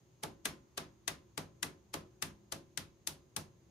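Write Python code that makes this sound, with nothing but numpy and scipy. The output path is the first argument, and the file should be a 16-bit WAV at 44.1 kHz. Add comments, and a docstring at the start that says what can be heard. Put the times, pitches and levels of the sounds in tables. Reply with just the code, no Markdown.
"""Twelve sharp clacks sound in a small room: a bicycle's rear gear changer, the wheel standing still.
At each shift the ratchet scrapes for a few milliseconds and snaps home, and the metal parts ring
briefly. Frame and room answer with a low knock and a short echo. Some shifts are dull and hollow,
others bright. A quiet rumble and a thin hiss lie beneath."""
import sys
import numpy as np
from scipy import signal
from scipy.io import wavfile

SR = 44100
rng = np.random.default_rng(int(sys.argv[2]) if len(sys.argv) > 2 else 0)


def master_out(mix):
    """Clip the mix to full scale and print it as 16-bit PCM to the path in sys.argv[1]."""
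    frames = np.transpose(np.atleast_2d(mix))
    ceiling = np.clip(frames, -1, 1)
    pcm = np.round(ceiling * 32767).astype(np.int16)
    wavfile.write(sys.argv[1], SR, pcm)


N = 163170

# The gear shifts. Each row: start in seconds, scrape growth time in seconds, body knock in dB, metal
# ring in dB, left minus right in dB, then the tone colour: six boosts or cuts in dB, from low to high.
SHIFTS = [(0.2351, 0.004, 4, -5.5, -6, -1.5, 2, 2, -5, -4, -6.5),
          (0.4552, 0.0029, -1, 3.5, -1.5, 0, 2.5, 0.2, 1.5, 2.5, 1),
          (0.7774, 0.0028, 3.5, -1.5, -0.5, -2, 0, -0.6, -2, -0.6, -6),
          (1.0788, 0.0017, -3, 3, 3.5, -3.5, -1.2, 0, 0.5, 2.5, -1),
          (1.3775, 0.0017, 3, -4.5, 1, 1, .5, 0, -4.5, -2.5, -6),
          (1.6292, 0.0019, -0.5, 1, 0, -1, 1, -1, 0, 0.3, 0.5),
          (1.9406, 0.0036, 2, -4.5, -4, .5, 2, 1.5, -3, -3, -5.5),
          (2.2242, 0.0024, -4, 0.5, 1, 1.5, -1, -2.5, -0.1, 0, 0),
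          (2.5229, 0.0024, 1.5, -4, 1.5, -1.5, -1, -2, -6.5, -2.3, -5.5),
          (2.7752, .0011, -3, 0.5, 1.5, -0.5, -4.5, -5.5, -3, -1, -3),
          (3.0731, 0.0018, -3.5, -1, 0.5, -3, -6.3, -4, -6, 1, 2),
          (3.3647, .0011, -2.5, 0.5, 0, 2.5, -4, 0.5, -5.5, -1.2, -.3)]
# How alike left and right sound. Each row: frequency in Hz, likeness (1 means the same).
LIKENESS = [(100, 0.86), (300, 0.85), (560, 0.55), (1100, 0.07), (3000, 0.22), (12000, 0.13)]
SHIFT_LENGTH_S, SNAP_RISE_S = .7, .0006


def from_db(db):
    """Turn decibels into a gain."""
    return 10 ** (np.asarray(db) / 20)


def at_hz(points, hz):
    """Read between a table's rows on a log-frequency axis."""
    freqs, values = np.transpose(points)
    return np.interp(np.log(hz), np.log(freqs), values)


def dying(t, fade_s):
    """A fade from time zero; the fade time is how long it takes to drop 60 dB."""
    return from_db(-60 * np.maximum(t, 0) / fade_s)


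def add(out, start_s, sound):
    """Mix a sound in at its start time."""
    i = int(start_s * SR)
    out[:, i:i + sound.shape[1]] += sound[:, :N - i]


def panned(db):
    """Left and right gains for a level difference."""
    return from_db(db * np.array([[.5], [-.5]]))


def stereo(pair, hz):
    """Blend two noises into left and right: alike in the bass, mostly unrelated in the treble."""
    mid, side = pair
    alike = at_hz(LIKENESS, hz)
    return np.sqrt((1 + alike) / 2) * mid + np.sqrt((1 - alike) / 2) * side * [[1], [-1]]


def white():
    """Two rows of noise at 0 dB per Hz."""
    return rng.standard_normal((2, N)) * np.sqrt(SR / 2)


def noise_bands():
    """Stereo noise in slices a third of an octave wide, each with its centre in Hz."""
    noises = white(), white()
    edges_hz = np.geomspace(28, 17000, 29)
    for k, edges in enumerate(zip(edges_hz, edges_hz[1:])):
        hz = np.sqrt(np.prod(edges))
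        bandpass = signal.butter(2, edges, "band", fs=SR, output="sos")
        yield hz, stereo(signal.sosfilt(bandpass, noises[k % 2]), hz)


def strength(colour, hz):
    """How strongly one shift stirs up a frequency."""
    # Where the six tone colour values sit, in Hz.
    colour_hz = [120, 320, 780, 1800, 4400, 10000]
    return from_db(np.interp(np.log(hz), np.log(colour_hz), colour))


def burst(band, start_s, envelope):
    """A piece of noise shaped by a loudness curve, scaled so chance does not change its energy."""
    samples = int(start_s * SR) + np.arange(envelope.shape[-1])
    piece = np.take(band, samples, axis=1, mode="wrap") * envelope
    wanted_power = np.mean(band[:, ::10] ** 2) * np.mean(envelope ** 2)
    return piece * np.sqrt(wanted_power / np.mean(piece ** 2))


def background():
    """Gently wavering rumble, nearly steady hiss and a few narrow tones."""
    # Rumble and hiss. 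Each row: frequency in Hz, level in dB per Hz.
    levels = [(30, -103), (48, -99), (64, -88.5), (88, -94.5), (118, -87.5), (170, -93.5), (280, -100.5),
              (350, -96.5), (450, -104), (700, -109), (950, -107), (1400, -114), (3000, -117), (6000, -119),
              (8000, -127), (15000, -128)]
    # Their slow waver. Each row: frequency in Hz, typical swing in dB.
    swings = [(100, 1.5), (1000, 1.5), (3000, 0.3)]
    # Faint steady tones and a thin whine. Each row: pitch in Hz, width in Hz, peak in dB per Hz.
    tones = [(117.6, 10, -85), (203.7, 9.5, -86.5), (334, 13, -89), (365.3, 21, -89), (549.5, 14, -97),
             (6510, 720, -110)]
    out = 0
    for hz, band in noise_bands():
        waver = np.interp(np.arange(N), np.linspace(0, N, 30), rng.standard_normal(30))
        out += from_db(at_hz(levels, hz) + at_hz(swings, hz) * waver) * band
    for hz, width_hz, db in tones:
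        peak = signal.iirpeak(hz, hz / width_hz, fs=SR)
        tone = signal.lfilter(*peak, signal.lfilter(*peak, white()))
        out += from_db(db) * stereo(tone, hz)
    return out


def room_echo():
    """The room's blurred answer to each shift: the lows build up later and last longer."""
    # The echo's tone. Each row: frequency in Hz, base level in dB per Hz.
    levels = [(30, -76.5), (70, -73), (140, -74.5), (280, -71.5), (560, -76.5), (1100, -75), (2200, -78.5),
              (4500, -81), (6400, -81), (8000, -87.5), (10500, -78.5), (13000, -88), (16000, -98.5)]
    # Its length. Each row: frequency in Hz, fade time in seconds.
    fades = [(80, 0.35), (300, 0.38), (700, 0.29), (2000, 0.25), (6000, 0.21), (13000, 0.16)]
    out, t = np.zeros((2, N)), np.arange(int(SHIFT_LENGTH_S * SR)) / SR
    for hz, band in noise_bands():
        rise_s = .0023 + 1.4 / hz
        envelope = (1 - np.exp(-t / rise_s)) * dying(t, at_hz(fades, hz))
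        for start_s, _, _, _, _, *colour in SHIFTS:
            gain = from_db(at_hz(levels, hz)) * strength(colour, hz)
            add(out, start_s, gain * burst(band, start_s, envelope))
    return out


def ringing(notes, blows_db, spread_db, rise_s):
    """Every shift strikes each note with its own strength; high notes reach the sides out of step."""
    out, t = np.zeros((2, N)), np.arange(int(SHIFT_LENGTH_S * SR)) / SR
    for hz, db, fade_s in notes:
        right_phase = np.arccos(at_hz(LIKENESS, hz)) * rng.choice([-1, 1])
        phase = 2 * np.pi * hz * t + np.array([[0], [right_phase]])
        ring = np.exp(1j * phase) * dying(t, fade_s) * (1 - np.exp(-t / rise_s))
        for (start_s, _, _, _, _, *colour), blow_db in zip(SHIFTS, blows_db):
            gain = from_db(db + blow_db + spread_db * rng.standard_normal()) * strength(colour, hz)
            random_turn = np.exp(2j * np.pi * rng.random())
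            add(out, start_s, gain * (random_turn * ring).real)
    return out


def frame_boom():
    """Frame, wheel and room swell into a low hum after each shift."""
    # Their natural notes. Each row: pitch in Hz, base level in dB, fade time in seconds.
    notes = [(64.7, -58, 0.5), (93.5, -52.5, 0.41), (143.6, -49, 0.26), (156.8, -45.5, .33),
             (204.5, -52, 0.42), (265.7, -54.5, .3), (300.6, -47.5, 0.17), (334.4, -61, 1),
             (369.7, -59.5, 0.85), (552.4, -60, 0.56), (1029, -61.5, 0.51)]
    return ringing(notes, np.zeros(len(SHIFTS)), spread_db=.5, rise_s=.015)


def body_knock(blows_db):
    """The struck body of the gear changer gives a hollow knock."""
    # Its natural notes. Each row: pitch in Hz, base level in dB, fade time in seconds.
    notes = [(429, -51.5, 0.16), (527, -54, 0.13), (668.6, -47.5, 0.12), (862, -44, 0.077),
             (1164, -45, 0.097)]
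    return ringing(notes, blows_db, spread_db=1, rise_s=SNAP_RISE_S)


def metal_ring(blows_db):
    """The struck metal plates ring brightly, a little to the left."""
    # Their natural notes. Each row: pitch in Hz, base level in dB, fade time in seconds.
    notes = [(1400, -59.5, 0.031), (1622, -39, 0.044), (1750, -42, 0.031), (2003, -38, 0.05),
             (2553, -44.5, .06), (3046, -50, 0.045), (3580, -39, 0.041), (3930, -42.5, 0.054),
             (5950, -43, 0.034), (6460, -38.5, .035), (8800, -52, .05)]
    return ringing(notes, blows_db, spread_db=1, rise_s=SNAP_RISE_S) * panned(db=2.5)


def ratchet_snaps():
    """The ratchet scrapes ever louder, then snaps home: so many brief notes that they blur into noise."""
    # The snap's tone. Each row: frequency in Hz, base level in dB per Hz.
    levels = [(60, -90), (150, -84), (300, -72), (560, -78.5), (1100, -71), (2200, -66.5), (4500, -68),
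              (6300, -68.5), (8000, -72.5), (10500, -65), (13000, -77), (16000, -85.5)]
    # Its length on the left. Each row: frequency in Hz, fade time in seconds.
    fades = [(200, 0.071), (900, 0.05), (2500, 0.023), (10000, 0.021)]
    # Its lean to the left. Each row: frequency in Hz, base left minus right in dB.
    balance = [(500, 1.5), (1500, 4.5), (4500, 4.5), (8000, 14.5), (11000, 2.5), (14000, 0)]
    lead_s, scrape_db, growth_db = .012, -5, 11
    right_late_s, right_stretch = .0005, 1.3  # the right side hears the snap indirectly
    out = np.zeros((2, N))
    t = np.arange(SR // 10) / SR - lead_s - np.array([[0], [right_late_s]])  # zero at the snap
    for hz, band in noise_bands():
        fade_s = at_hz(fades, hz) * np.array([[1], [right_stretch]])
        snap = np.clip(1 + t / SNAP_RISE_S, 0, 1) * dying(t, fade_s)
        for start_s, growth_s, _, _, pan_db, *colour in SHIFTS:
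            scrape = from_db(scrape_db + growth_db * np.minimum(t, 0) / growth_s) * (t < 0)
            gain = from_db(at_hz(levels, hz)) * strength(colour, hz)
            sides = panned(at_hz(balance, hz) + pan_db)
            add(out, start_s - lead_s, gain * sides * burst(band, start_s, np.maximum(scrape, snap)))
    return out


def scene():
    """The gear changer close by and a little to the left, the room around it."""
    _, _, knock_db, ring_db, *_ = np.transpose(SHIFTS)
    struck_parts = body_knock(knock_db) + metal_ring(ring_db) + frame_boom()
    return struck_parts + ratchet_snaps() + room_echo() + background()


def record(dry):
    """Cut the highest treble steeply."""
    cutoff_hz = 15500
    return signal.sosfilt(signal.ellip(10, .1, 80, cutoff_hz, fs=SR, output="sos"), dry)


dry = scene()
out = record(dry)
master_out(out)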